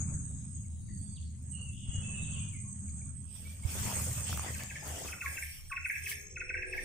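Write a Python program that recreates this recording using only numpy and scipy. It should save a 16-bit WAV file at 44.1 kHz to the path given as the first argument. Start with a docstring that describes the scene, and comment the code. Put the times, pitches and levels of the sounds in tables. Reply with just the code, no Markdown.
"""Swamp edge by day: machinery rumbles in beats while crickets and a katydid, resonant wings driven in strokes,
sing over rustling cloth and leaves; far birds whistle as wavering, partly hoarse tones. Then twigs snap as
decaying knocks and cracks, someone brushes through hissing grass, and a strap creaks by stick and slip.
A near bird then chips in falling tones echoed by water, bank and trunks. Pond crickets replace the grass
singers, and a small engine, firing impulses through a resonant pipe, draws closer."""
import sys
import numpy as np
from scipy import signal
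from scipy.fft import rfft, irfft, next_fast_len
from scipy.io import wavfile
from scipy.ndimage import uniform_filter1d, map_coordinates

SR = 44100
rng = np.random.default_rng(int(sys.argv[2]) if len(sys.argv) > 2 else 0)


def store_pcm(level_fs):
    """Save levels as 16-bit WAV."""
    pcm = np.round(np.clip(level_fs, -1, 1) * 32767).astype(np.int16)
    wavfile.write(sys.argv[1], SR, np.atleast_2d(pcm).T)


N = 301864
TIME = np.arange(N) / SR


def amp(db):
    """Level law: decibels to an amplitude ratio."""
    return 10 ** (np.asarray(db) / 20)


def unit(x):
    """Normalization to an rms of 1."""
    return x / np.sqrt(np.mean(x ** 2, axis=-1, keepdims=True) + 1e-20)


def along(points, hz):
    """Interpolation of (Hz, value) points on a logarithmic frequency axis."""
    f, v = np.transpose(points)
    return np.interp(np.log(hz + 1), np.log(f + 1), v)


def spectrum(points):
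    """Spectral shaping: a gain for every frequency, from (Hz, dB) points."""
    return lambda hz: amp(along(points, hz))


def levels(rows):
    """Envelope interpolation: one dB curve per column, -120 dB outside the table."""
    s, *cols = np.transpose(rows)
    return [np.interp(TIME, s, c, left=-120, right=-120) for c in cols]


def gains(rows):
    """Envelope interpolation, as amplitude ratios."""
    return [amp(c) for c in levels(rows)]


def wobble(rate):
    """Slow random modulation: a smooth curve with rate knots a second."""
    return map_coordinates(rng.standard_normal(int(N * rate / SR) + 4), [TIME * rate])


def filtered(x, response):
    """Linear filtering: the spectrum of x times a response of frequency."""
    m = next_fast_len(N + SR // 2)
    return irfft(rfft(x, m) * response(np.fft.rfftfreq(m, 1 / SR)), m)[..., :N]


def band(hz, width_hz):
    """Resonance: a steep bell around hz."""
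    return lambda f: 1 / (1 + ((f - hz) / width_hz) ** 2) ** 2


def noise(response, alike, patchy_db=0):
    """Interchannel coherence: stereo noise of rms 1 with a set left-right likeness and random patches."""
    z = signal.stft(rng.standard_normal((2, N)), nperseg=512)[2]
    field = rng.standard_normal(z.shape[1:])
    field = uniform_filter1d(uniform_filter1d(field, 6, 0), 10, 1)
    patches = amp(patchy_db * field / field.std())
    mid, side = filtered(signal.istft(z * patches, nperseg=512)[1][:, :N], response)
    turn = np.arccos(np.clip(alike, -1, 1)) / 2
    mid, side = np.cos(turn) * mid, np.sin(turn) * side
    return unit(np.array([mid + side, mid - side]))


def panned(db):
    """Interchannel level difference: left over right in dB."""
    return amp([[db / 2], [-db / 2]])


def tone(hz, lead=0):
    """Phase integration: a sine that follows a frequency curve, lead radians ahead."""
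    return np.sin(2 * np.pi * np.cumsum(hz) / SR + lead)


RISE_DB_PER_S, SAG_DB_PER_S, FALL_DB_PER_S = 219, 3.5, 287


def stroke(start, length, edge=1):
    """Gesture envelope: exponential rise, slow sag and fall; edge steepens the rise and fall."""
    since = TIME - start
    rise_db = edge * RISE_DB_PER_S * np.minimum(since, 0)
    sag_db = SAG_DB_PER_S * np.clip(since, 0, length)
    fall_db = edge * FALL_DB_PER_S * np.maximum(since - length, 0)
    return amp(rise_db - sag_db - fall_db)


# Decay of echoes among the trunks. Each row: frequency in Hz, 60 dB decay time in seconds.
TREE_DECAY = [(500, 0.11), (1100, 0.3), (1500, 0.42), (2500, 0.61), (6000, 0.41), (12000, 0.012)]


def trees(x, openness=1):
    """Diffuse reverberation: trunk echoes build up, then decay by frequency, faster in open ground."""
    hz, t, z = signal.stft(rng.standard_normal((2, SR // 2)), SR, nperseg=256)
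    build_up = 1 - 0.39 * np.exp(-t / 0.027)
    decay = amp(-60 * openness * t / along(TREE_DECAY, hz)[:, None])
    tail = signal.istft(z * build_up * decay, SR, nperseg=256)[1]
    delayed = np.pad(x, (200, 0))[None]  # delay in samples
    return signal.fftconvolve(delayed, tail / np.linalg.norm(tail[0]), axes=1)[:, :N]


# Spectrum of a faint steady hiss. Each row: frequency in Hz, relative density in dB per Hz.
QUIET_SPECTRUM = [(200, -43.5), (500, 15.5), (1000, 13), (3500, -29), (6000, -10), (10000, -23),
                  (12000, 8.5), (14000, 8.5), (15500, 10), (17000, -0.5)]


def quiet_hiss():
    """Stationary noise: a faint, patchy hiss independent at left and right."""
    return amp(-81.5) * noise(spectrum(QUIET_SPECTRUM), alike=0, patchy_db=8.5)


# Far machinery. Each row: time in seconds, drone level in dB, body level in dB, hum level in dB,
# strength of the second, lower drone from 0 to 1.
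MACHINERY_LEVELS = [(0, -45, -36, -51.5, 0.25), (.7, -44.5, -46, -54, 0.47), (1.0, -48, -43, -51, 0.16),
                    (1.3, -43.5, -46, -58, 0.066), (1.85, -49, -44.5, -51, 0.17),
                    (2.05, -44, -40, -49.5, 0.26), (2.7, -48.5, -43, -50.5, 0.22),
                    (3.0, -44, -44, -55, 0.12), (3.55, -45.5, -50.5, -63, 0.21),
                    (3.8, -43, -41.5, -49, 0.27), (4.2, -39.5, -41, -55, 0.49), (4.6, -49, -46.5, -54, 0.6),
                    (5.1, -50.5, -54, -67.5, 0.84), (5.4, -50, -58.5, -82, 0.96),
                    (5.75, -55, -61, -89, 0.81), (6.1, -53.5, -56, -81, 0.76),
                    (6.84, -53.5, -64.5, -77.5, 0.91)]
# Spectrum of the low body. Each row: frequency in Hz, relative density in dB per Hz.
BODY_SPECTRUM = [(53, -13), (90, 2), (119, -0.5), (173, -6), (207, -22.5), (226, -12.5), (261, -17),
                 (290, -23), (450, -46), (580, -50.5), (990, -120)]
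BEAT_HZ, BEAT_NULL_S = 5.5, 5.01  # beat rate; a moment at which the drones oppose each other


def rumble():
    """Beating: two wavering drones interfere, over broad low noise and a narrow-band hum."""
    drone_db, body_db, hum_db, second = levels(MACHINERY_LEVELS)
    second = np.clip(second, 0, 1)
    direction = 0.38 * wobble(2.1) * [[1], [-1]]  # left-right phase drifts
    phase = 2 * np.pi * np.cumsum(79.3 + 3 * wobble(12)) / SR + direction
    beat = 2 * np.pi * BEAT_HZ * (TIME - BEAT_NULL_S)
    pair = np.sin(phase) - second * np.sin(phase - beat)
    pair = pair * np.abs(1 - second * np.cos(beat)) ** 0.24  # the beats peak sharply
    drone = unit(pair * amp(3.6 * wobble(11)) + 0.075 * noise(band(75.7, 18), alike=0.065))
    out = amp(drone_db) * drone
    out += amp(body_db) * noise(spectrum(BODY_SPECTRUM), alike=0.94, patchy_db=1.5)
    return out + amp(hum_db) * noise(band(200.9, 12.0), alike=0.74)


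WIND_DB = -60


def wind():
    """Turbulence: gusty low noise, nearly incoherent between left and right."""
    return amp(WIND_DB + 6.2 * wobble(2.84)) * noise(band(36, 31), alike=0.056)


# Low knocks. Each row: start in seconds, level in dB, frequency in Hz, left over right in dB.
LOW_KNOCKS = [(0.92, -40, 58.3, 13), (1.887, -29, 71, 11), (1.98, -28.5, 95, 9), (3.65, -25.5, 79.4, -14.5)]


def thumps():
    """Damped impact: each low knock is one push and its rebound."""
    out, t = np.zeros((2, N)), TIME[:SR // 20]
    for s, db, hz, pan_db in LOW_KNOCKS:
        push = np.sin(2 * np.pi * hz * t) * np.exp(-((t * hz - .6) / 0.62) ** 2)
        out[:, round(s * SR):][:, :len(t)] += amp(db) * push * panned(pan_db)
    return out


# Far birds. Each row: start in seconds, end in seconds, start frequency in Hz, end frequency in Hz,
# relative level in dB, random frequency deviation (hoarseness) in Hz.
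FAR_WHISTLES = [(.74, 1.4, 4570, 4580, -76, 70), (1.0, 1.17, 4620, 4580, -80, 60),
                (1.18, 1.33, 4400, 4200, -81, 200), (.878, .925, 2050, 1900, -67, 70),
                (1.152, 1.192, 4900, 2300, -63, 110), (1.224, 1.233, 3900, 3150, -67, 20),
                (.645, .665, 2200, 2150, -78, 40), (1.7, 2.0, 2780, 2720, -73, 90),
                (1.51, 1.6, 3000, 2980, -65, 40), (1.52, 1.72, 2880, 2700, -64, 60),
                (1.71, 1.83, 3450, 3050, -73, 120), (1.79, 1.99, 2930, 2880, -61, 25),
                (1.99, 2.12, 2900, 2950, -68, 40), (1.74, 2.08, 3230, 3200, -68, 200),
                (2.05, 2.55, 3330, 3300, -67, 280), (2.15, 2.6, 2950, 2850, -70, 200),
                (2.01, 2.35, 2640, 2640, -59, 35), (2.12, 2.175, 3100, 2700, -61, 30),
                (2.44, 2.6, 2480, 2450, -72, 40), (2.315, 2.395, 3680, 2470, -58, 20),
                (2.385, 2.44, 2460, 2450, -61, 20), (2.52, 2.585, 2350, 1950, -68, 60),
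                (2.15, 2.55, 4200, 4900, -82, 150), (1.75, 2.05, 5050, 5350, -83, 150),
                (1.5, 1.7, 4100, 4600, -83, 150), (2.08, 2.12, 1100, 1080, -73, 20),
                (2.33, 2.42, 1090, 1080, -71, 15), (2.63, 2.74, 1090, 1080, -77, 25),
                (2.88, 2.895, 2700, 2000, -68, 40), (2.896, 2.901, 5800, 3600, -66, 200),
                (3.012, 3.022, 2500, 2200, -64, 40), (3.443, 3.485, 2300, 2310, -61, 30),
                (3.49, 3.522, 2320, 2340, -63, 30), (3.628, 3.65, 2120, 2330, -62, 20),
                (.15, .55, 3850, 3750, -84, 160), (.62, .97, 3880, 3800, -85, 120),
                (.25, .62, 5400, 5100, -84, 170), (.99, 1.12, 3550, 3450, -82, 120),
                (3.82, 3.865, 4800, 4100, -60, 30), (4.783, 4.825, 5450, 4850, -62, 10)]
QUICK_S, QUICK_ECHO_DB = .05, -5  # shorter notes come from nearer and carry less echo
EDGE_S, DRAWN_S = .03, .35  # longest edge of a short note; a longer, drawn note swells slowly


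def far_birds():
    """Frequency modulation: unsteady, partly hoarse whistles with a ground reflection and echoes."""
    dry, echoed = np.zeros(N), np.zeros(N)
    for start, end, start_hz, end_hz, db, hoarse_hz in FAR_WHISTLES:
        n = max(round((end - start) * SR), 64)
        i = round(start * SR)
        hz = np.geomspace(start_hz, end_hz, n) + hoarse_hz * wobble(150)[:n]
        taper = min(2 / 3, 2 * EDGE_S * SR / n) if n < DRAWN_S * SR else .8  # share of the note
        note = amp(db + 8 + 2 * wobble(40)[:n]) * signal.windows.tukey(n, taper) * tone(hz)
        dry[i:i + n] += note
        echoed[i:i + n] += note * amp(QUICK_ECHO_DB if end - start < QUICK_S else 0)
    direct = dry + amp(-9) * np.roll(dry, round(.0018 * SR))  # ground bounce
    return amp(-3) * direct * panned(1) + amp(-4) * trees(echoed, openness=1.3)


# Spectra of cloth, leaves, stalks and blades. Each row: frequency in Hz, relative density in dB per Hz.
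CLOTH_SPECTRUM = [(250, -5.5), (400, -6.5), (600, -5), (900, -8.5), (1400, -59)]
LEAF_SPECTRUM = [(600, -34), (1000, 4), (1300, 2.5), (1800, 2), (2600, -0.5), (3300, -65)]
STALK_SPECTRUM = [(1800, -13), (2700, 8.5), (3200, 9.5), (4000, -0.5), (5200, 7.5), (6000, 9.5),
                  (7000, -96)]
BLADE_SPECTRUM = [(3500, -50), (5000, 4), (6500, 17), (8500, 29), (10500, 28), (13000, 23), (15000, 29.5),
                  (16500, -56)]
# Soft underlying rustle. Each row: time in seconds, cloth level in dB.
STIR_LEVELS = [(0, -60), (.3, -71), (.7, -78), (1.35, -80), (1.6, -69.5), (1.82, -83), (1.95, -61),
               (2.35, -64), (2.6, -75), (3, -72), (3.55, -83.5), (5.4, -60.5), (5.62, -100), (5.9, -73.5),
               (6.3, -79.5), (6.84, -68.5)]
STIR_LEAVES_DB, STIR_STALKS_DB = -0.5, -76.5  # leaves over the cloth; steady stalks
# Brushes through the grass. Each row: start in seconds, length in seconds, then the starting levels
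# of blades, cloth, leaves and stalks in dB.
GRASS_BRUSHES = [(3.362, 0.17, -57.5, -72.5, -71, -60.5), (3.703, 0.1, -48, -53.5, -52.5, -50.5),
                 (3.841, 0.18, -44.5, -48.5, -49, -48.5), (4.064, 0.14, -47, -53, -51.5, -51.5),
                 (4.272, 0.071, -51.5, -54, -54.5, -47.5), (4.374, 0.23, -51.5, -55.5, -55, -55),
                 (4.453, 0.034, -75, -56, -50.5, -57), (4.625, 0.15, -61, -64.5, -65, -58),
                 (4.871, 0.24, -50.5, -53, -57.5, -52), (5.25, 0.31, -50, -120, -98, -57.5),
                 (5.593, 0.14, -64, -76, -75, -69), (5.892, 0.096, -54.5, -102, -97, -76),
                 (6.096, 0.024, -43, -100, -72, -46.5), (6.208, 0.0067, -61, -73, -87, -69),
                 (6.767, .1, -59, -58, -82, -57)]


def rustle():
    """Friction noise: cloth, leaves and stalks rub softly; grass blades hiss with spiky grains."""
    gestures = (amp(dbs)[:, None] * stroke(s, length) for s, length, *dbs in GRASS_BRUSHES)
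    blades, cloth, leaves, stalks = sum(gestures)
    stir, = gains(STIR_LEVELS)
    cloth_noise = noise(spectrum(CLOTH_SPECTRUM), alike=0.34, patchy_db=4.0)
    out = (cloth + stir) * cloth_noise * amp(1.56 * wobble(60))
    leaf_noise = noise(spectrum(LEAF_SPECTRUM), alike=0.082, patchy_db=3.5)
    out += (leaves + stir * amp(STIR_LEAVES_DB)) * leaf_noise * amp(1.2 * wobble(80))
    out += (stalks + amp(STIR_STALKS_DB)) * noise(spectrum(STALK_SPECTRUM), alike=0, patchy_db=3)
    struck = rng.random((2, N)) < 200 / SR  # 200 grains a second on average
    grain_db = np.minimum(4 * rng.exponential(size=(2, N)), 18)
    grains = struck * amp(grain_db) * rng.choice([-1, 1], (2, N))
    grains = unit(filtered(grains, spectrum(BLADE_SPECTRUM)))
    hiss = noise(spectrum(BLADE_SPECTRUM), alike=0, patchy_db=2.5) + 0.38 * grains
    return out + blades * amp(1.1 * wobble(23) + 1.2 * wobble(90)) * hiss


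# Twigs and tackle. Each row: time in seconds (2 ms before the onset), knock level in dB,
# knock frequency in Hz, crack level in dB.
TWIG_SNAPS = [(2.894, -65, 355, -74), (4.294, -35, 750, -47), (4.3267, -27, 1390, -31.5),
              (4.348, -49, 353, -45), (4.3735, -29.5, 1260, -28), (4.393, -27.5, 1150, -49),
              (4.419, -45, 396, -54.5), (4.444, -30, 810, -46), (4.461, -32, 455, -49.5),
              (4.483, -35.5, 433, -54), (4.489, -50, 536, -52), (4.503, -33, 520, -51),
              (4.515, -44, 544, -47), (4.634, -47, 560, -34), (4.878, -38, 670, -37),
              (5.047, -35.5, 606, -48), (5.7, -78, 1580, -54), (6.038, -60, 1730, -59),
              (6.06, -61, 1700, -51), (6.115, -62, 1760, -35.5), (6.121, -61, 1800, -31)]


def snaps():
    """Impulsive excitation: a bright noise crack and a duller ringing knock, panned by chance."""
    out, t = np.zeros((2, N)), TIME[:SR // 25]
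    for s, knock_db, knock_hz, crack_db in TWIG_SNAPS:
        knock = amp(knock_db - 60 * t / .008) * np.sin(2 * np.pi * knock_hz * t)
        # a bright crack, strongest near 12 kHz
        burst = np.convolve(rng.standard_normal(len(t)), [0.87, 0.41, -1, 0.25], "same")
        crack = amp(crack_db - 60 * t / 0.0032) * burst
        out[:, round((s + .002) * SR):][:, :len(t)] += (knock + crack) * panned(rng.normal(1.5, 3))
    return out


# first slip, first gap, how fast the gaps close up, number of slips
CREAK_S, CREAK_GAP_S, CREAK_QUICKENS_S, CREAK_SLIPS = 3.862, .0105, .00027, 9
CREAK_PEAK_S, CREAK_DB, CREAK_SWELL_S, CREAK_HZ, CREAK_T60_S = 3.912, -35, 0.024, 1050, 0.018


def creak():
    """Stick-slip: a strap under load slips faster and faster; each slip rings a short resonance."""
    out, t = np.zeros(N), TIME[:SR // 25]
    for k in range(CREAK_SLIPS):
        s = CREAK_S + CREAK_GAP_S * k - CREAK_QUICKENS_S * k * k
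        off_peak = ((s - CREAK_PEAK_S) / CREAK_SWELL_S) ** 2
        db = CREAK_DB - 6 * off_peak / (1 + off_peak) + rng.normal(0, 1)
        ring = np.sin(2 * np.pi * CREAK_HZ * rng.normal(1, 0.15) * t)
        out[round(s * SR):][:len(t)] += amp(db - 60 * t / CREAK_T60_S) * ring
    return out


# Approach of the engine. Each row: time in seconds, level in dB.
ENGINE_LEVELS = [(5.95, -101), (6.05, -68), (6.3, -61.5), (6.67, -50), (6.84, -52)]
# Exhaust pipe response. Each row: frequency in Hz, relative gain in dB.
PIPE_RESPONSE = [(220, -41), (300, -1.5), (330, -3), (374, 13), (420, -5), (470, 4.5), (510, 9.5),
                 (580, -33), (660, -7), (800, -30), (1200, -43), (3000, -120)]
# from afar mostly one line carries; the full pipe opens up around NEAR_S
DISTANT_HZ, NEAR_S, TURN_S = 411, 6.34, 0.049


def engine():
    """Source and filter: uneven firings through a pipe give fuzzy lines 46.6 Hz apart, on exhaust roar."""
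    turns = np.cumsum(46.6 * (1 + 0.0119 * wobble(6))) / SR
    firings = np.diff(np.floor(turns), prepend=0) * amp(3.0 * wobble(40))
    pipe = spectrum(PIPE_RESPONSE)
    near = unit(unit(filtered(firings, pipe)) + .7 * noise(pipe, alike=0.15))
    far_line = unit(filtered(firings, band(DISTANT_HZ, 30)))
    far = unit(far_line + 1.1 * noise(band(DISTANT_HZ, 110), alike=.2))
    share = 1 / (1 + np.exp((NEAR_S - TIME) / TURN_S))
    return gains(ENGINE_LEVELS)[0] * (share * near + (1 - share) * far)


PAIR_S = 3.1765  # reference moment of the stroke count


def insects(singers, loudness):
    """Driven resonance: strokes ring a wing in pulses and phrases; far neighbours merge into a blur."""
    out = np.zeros((2, N))
    for (hz, width_hz, rate, sharp, phrase, depth_db, pan_db, blur), gain in zip(singers, loudness):
        # blurred singers keep time less well
        strokes = 2 + rate * (TIME - PAIR_S) + .6 * blur ** 2 * wobble(3)
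        breath = (strokes - .5) * phrase / rate  # a phrase counts its strokes and opens on a pause
        phrase_db = -depth_db * np.cos(2 * np.pi * breath) + 5.5 * blur * wobble(70)
        gate = np.abs(np.sin(np.pi * strokes)) ** abs(sharp) * amp(phrase_db)
        wing_hz = hz + 0.6 * blur * width_hz * wobble(150)
        wing = tone(wing_hz, lead=np.array([[.8], [-.8]]))  # left leads in phase
        neighbours = noise(band(hz, 1.05 * width_hz), alike=0, patchy_db=3) * amp(2 * wobble(40))
        song = (1 - np.clip(blur, 0, 1)) * unit(gate * wing) + blur * neighbours
        out += gain * unit(filtered(song, band(hz, 3 * width_hz))) * panned(pan_db)
    return out


# Pond singers. Each row: wing frequency in Hz, width in Hz, pulses a second, pulse sharpness (exponent),
# phrases a second, phrase swing either way in dB, left over right in dB, blur from 0 to 1.
POND_SINGERS = [(5590, 65, 21.5, .6, 7.6, 2, 0, .25), (6450, 200, 70, 2.5, 17.5, 5, 4, .35),
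                (8600, 260, 75, 2, 6, 2, -6, .4), (7850, 160, 90, 1, 6, 2, -3, .4),
                (7800, 900, 120, .4, 3, 2, -3, 1)]
# Steady level in dB, one for each pond singer.
POND_STEADY_LEVELS = [-77.5, -70.5, -69.5, -88, -67.5]
# Louder bouts, one list for each pond singer. Each row: start in seconds, length in seconds, level in dB.
POND_BOUTS = [
    [(5.11, 0.12, -61), (5.3, 0.31, -60), (5.6, 0.31, -66), (5.96, 0.29, -59.5), (6.25, 0.83, -63.5)],
    [(5.82, 0.13, -66.5), (5.985, 0.42, -56), (6.4, 0.094, -70)],
    [(5.29, 0.07, -48), (5.427, 0.018, -50.5), (5.5, 0.016, -54), (5.685, 0.033, -55), (5.862, 0.029, -57),
     (6.036, 0.013, -47.5), (6.1, .06, -52), (6.2, 0.011, -62), (6.4, 0.066, -71), (6.545, 0.013, -69),
     (6.68, 0.029, -53), (6.826, 0.012, -49)],
    [(5.413, 0.023, -57), (5.5, 0.043, -71), (5.96, 0.039, -63), (6.06, .045, -76), (6.21, 0.018, -66),
     (6.308, 0.02, -61)],
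    [],
]
POND_START_S, POND_FADE_S = 5.1, .3
BOUT_EDGE = 4  # a bout starts and stops this many times faster than a brush


def pond_insects():
    """Superposition: steady singers fade in, most of which get louder in bouts."""
    fade = np.clip((TIME - POND_START_S) / POND_FADE_S, 0, 1)
    loudness = []
    for steady_db, bouts in zip(POND_STEADY_LEVELS, POND_BOUTS):
        swells = sum(amp(db) * stroke(s, length, BOUT_EDGE) for s, length, db in bouts)
        loudness.append(amp(steady_db) * fade + swells)
    return insects(POND_SINGERS, loudness)


# phrases a second, strokes a phrase, the end of one phrase
KATYDID_PHRASES, KATYDID_STROKES, KATYDID_END_S = 8.6, 15, 2.122
# rise within a phrase; how strongly it follows the chorus level curve
KATYDID_SWELL_DB, KATYDID_FOLLOWS = 4.5, 0.62
# Katydid wings. Each row: start frequency in Hz, end frequency in Hz,
# level in dB when the chorus curve is at -56.5 dB, left over right in dB.
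KATYDID_RESONANCES = [(8700, 9250, -65, 0.5)]


def katydid(chorus_db):
    """Amplitude modulation: quick wing strokes in phrases that rise in pitch and level and stop short."""
    phrases = KATYDID_PHRASES * (TIME - KATYDID_END_S) + .04 * wobble(2)
    part = phrases % 1
    swell = amp(KATYDID_SWELL_DB * part) * np.clip((1 - part) / 0.11, 0, 1)
    out = np.zeros((2, N))
    for start_hz, end_hz, db, pan_db in KATYDID_RESONANCES:
        gate = swell * np.sin(np.pi * KATYDID_STROKES * phrases) ** 2 * amp(2.1 * wobble(90))
        wing_hz = start_hz + (end_hz - start_hz) * part + 120 * wobble(130)
        wing = tone(wing_hz, lead=np.array([[.8], [-.8]]))
        out += amp(db) * unit(gate * wing) * panned(pan_db)
    return out * amp(KATYDID_FOLLOWS * (chorus_db + 56.5)) * (chorus_db > -100)


# Grass singers, nearest first. Each row: wing frequency in Hz, width in Hz, pulses a second,
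# pulse sharpness (exponent), phrases a second, phrase swing either way in dB, left over right in dB,
# blur from 0 to 1.
GRASS_SINGERS = [(8280, 340, 79.2, 2.2, 26.4, 6.5, -20, .52), (9000, 400, 132, 1, 8.6, 1, -1, 1),
                 (7280, 330, 125, 1.4, 8.6, 2, 12, .7), (6600, 380, 67, 1.5, 8, 3, 7, .7),
                 (7760, 260, 165, 1.4, 8, 2, 9, .7)]
# Each row: time in seconds, nearest cricket level in dB, chorus level in dB.
CHORUS_LEVELS = [(0, -57, -47.5), (.57, -59, -60), (.88, -71.5, -66), (.98, -57.5, -60.5),
                 (1.4, -69.5, -71.5), (1.52, -56.5, -57), (1.86, -61, -62.5), (1.95, -56, -51),
                 (2.2, -54.5, -49.5), (2.74, -56, -56.5), (3.04, -55, -55), (3.2, -56, -71),
                 (3.6, -62, -63.5), (3.7, -56.5, -50.5), (3.91, -50.5, -43.5), (4.45, -52.5, -49),
                 (4.8, -64.5, -54), (5.0, -59, -48), (5.2, -68, -61), (5.4, -82, -55), (5.6, -90, -97)]
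# Other grass singers. Each row: level in dB when the chorus curve is at -57 dB,
# how strongly it follows that curve.
OTHER_SINGERS = [(-62, 0.37), (-63.5, 1), (-58, 0.9), (-63, 0.89)]


def grass_insects():
    """Shared envelope: the nearest cricket has its own level curve; the others follow one chorus level curve."""
    near_db, chorus_db = levels(CHORUS_LEVELS)
    loudness = [amp(near_db)]
    for db, follows in OTHER_SINGERS:
        loudness.append(amp(db + follows * (chorus_db + 57.0)) * (chorus_db > -100))
    return insects(GRASS_SINGERS, loudness) + katydid(chorus_db)


# Near bird. Each row: time of the fall in seconds, relative level in dB, top frequency in Hz,
# bottom frequency in Hz, added level at the low end in dB.
BIRD_CHIPS = [(4.552, -44, 2600, 1610, 6), (4.604, -43, 2600, 1730, 3), (4.631, -43, 2400, 1660, -7),
              (4.709, -41, 2620, 1632, 6.5), (4.759, -37, 2480, 1750, 1.5), (5.088, -43, 2600, 1410, 0),
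              (5.133, -36, 2600, 1385, -2), (5.22, -32.5, 2650, 1374, -4), (5.24, -38.5, 1500, 1085, 0.5),
              (5.263, -27, 2480, 1648, 0.5), (5.378, -34.5, 2700, 1573, 3), (5.428, -30, 2480, 1765, -8.5),
              (5.709, -39.5, 1800, 1090, 3.5), (5.728, -32, 2600, 1480, -3), (5.774, -30, 2650, 1430, -3),
              (5.859, -26.5, 2600, 1468, -7), (5.902, -23, 2450, 1642, -3.5), (5.964, -33, 2600, 1650, 2),
              (6.071, -32, 2600, 1647, 0.5), (6.119, -31, 2400, 1767, -4.5), (6.371, -34.5, 2600, 1404, -3),
              (6.414, -31.5, 2600, 1445, -1.5), (6.503, -30, 2600, 1486, -1.5),
              (6.546, -25.5, 2400, 1557, -2.5), (6.577, -35.5, 2680, 1645, 6.5),
              (6.631, -32.5, 2600, 1642, 4.5), (6.736, -32.5, 2620, 1648, 5.5),
              (6.783, -29, 2350, 1805, -2)]
# Vocal tract response. Each row: frequency in Hz, gain in dB.
THROAT_RESPONSE = [(1000, -9), (1500, -8), (1700, -6.5), (1950, -9), (2200, 2.5), (2330, 0), (2450, -7),
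                   (2600, -3)]
# How long the bottom note lasts. Each row: bottom frequency in Hz, time after the fall in seconds.
BOTTOM_HOLD = [(1090, .045), (1400, .016), (1500, .012), (1650, .018), (1800, .022)]
# a chip that starts above HIGH_HZ holds its top longer
HIGH_HZ, HIGH_HOLD_S, LOWER_HOLD_S = 2520, .0135, .0075


def near_bird():
    """Filtered glide: a pure tone drops through the throat's response; delayed reflections comb it."""
    dry, u = np.zeros(N + SR), TIME[:SR // 8] - .03  # u: seconds from the middle of the fall
    for s, db, top_hz, bottom_hz, end_db in BIRD_CHIPS:
        low = bottom_hz < 1200  # a low note glides in slowly
        before = HIGH_HOLD_S if top_hz > HIGH_HZ else LOWER_HOLD_S * (1.5 if low else 1)
        after = along(BOTTOM_HOLD, bottom_hz)
        hz = bottom_hz + (top_hz - bottom_hz) / (1 + np.exp(u / (.003 if low else .0015)))
        fallen = (top_hz - hz) / (top_hz - bottom_hz)
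        throat = amp(along(THROAT_RESPONSE, hz) + end_db * fallen ** 2)
        shape = np.clip((u + before) / 0.0077, 0, 1) * np.clip((after - u) / 0.007, 0, 1) * throat
        dry[round((s - .031) * SR):][:len(u)] += amp(db) * shape * tone(hz)
    dry = dry[:N]
    pond = np.roll(dry, round(.0027 * SR))  # the bounce off the water cuts each fall into lobes
    bank = np.array([np.roll(dry, round(.0098 * SR)), np.roll(dry, round(.0107 * SR))])
    direct = dry + amp(-3) * pond
    return amp(-1.5) * (direct + amp(-4.5) * bank + amp(-5.0) * trees(dry))


def scene():
    """Superposition of all sources."""
    background = quiet_hiss() + rumble() + wind() + thumps() + far_birds()
    movement = rustle() + snaps() + creak()
    return background + movement + engine() + pond_insects() + grass_insects() + near_bird()


TOP_HZ = 15725


def record(dry):
    """Band limitation: nothing passes from TOP_HZ upward."""
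    return filtered(dry, lambda hz: hz < TOP_HZ)


dry = scene()
out = record(dry)
store_pcm(out)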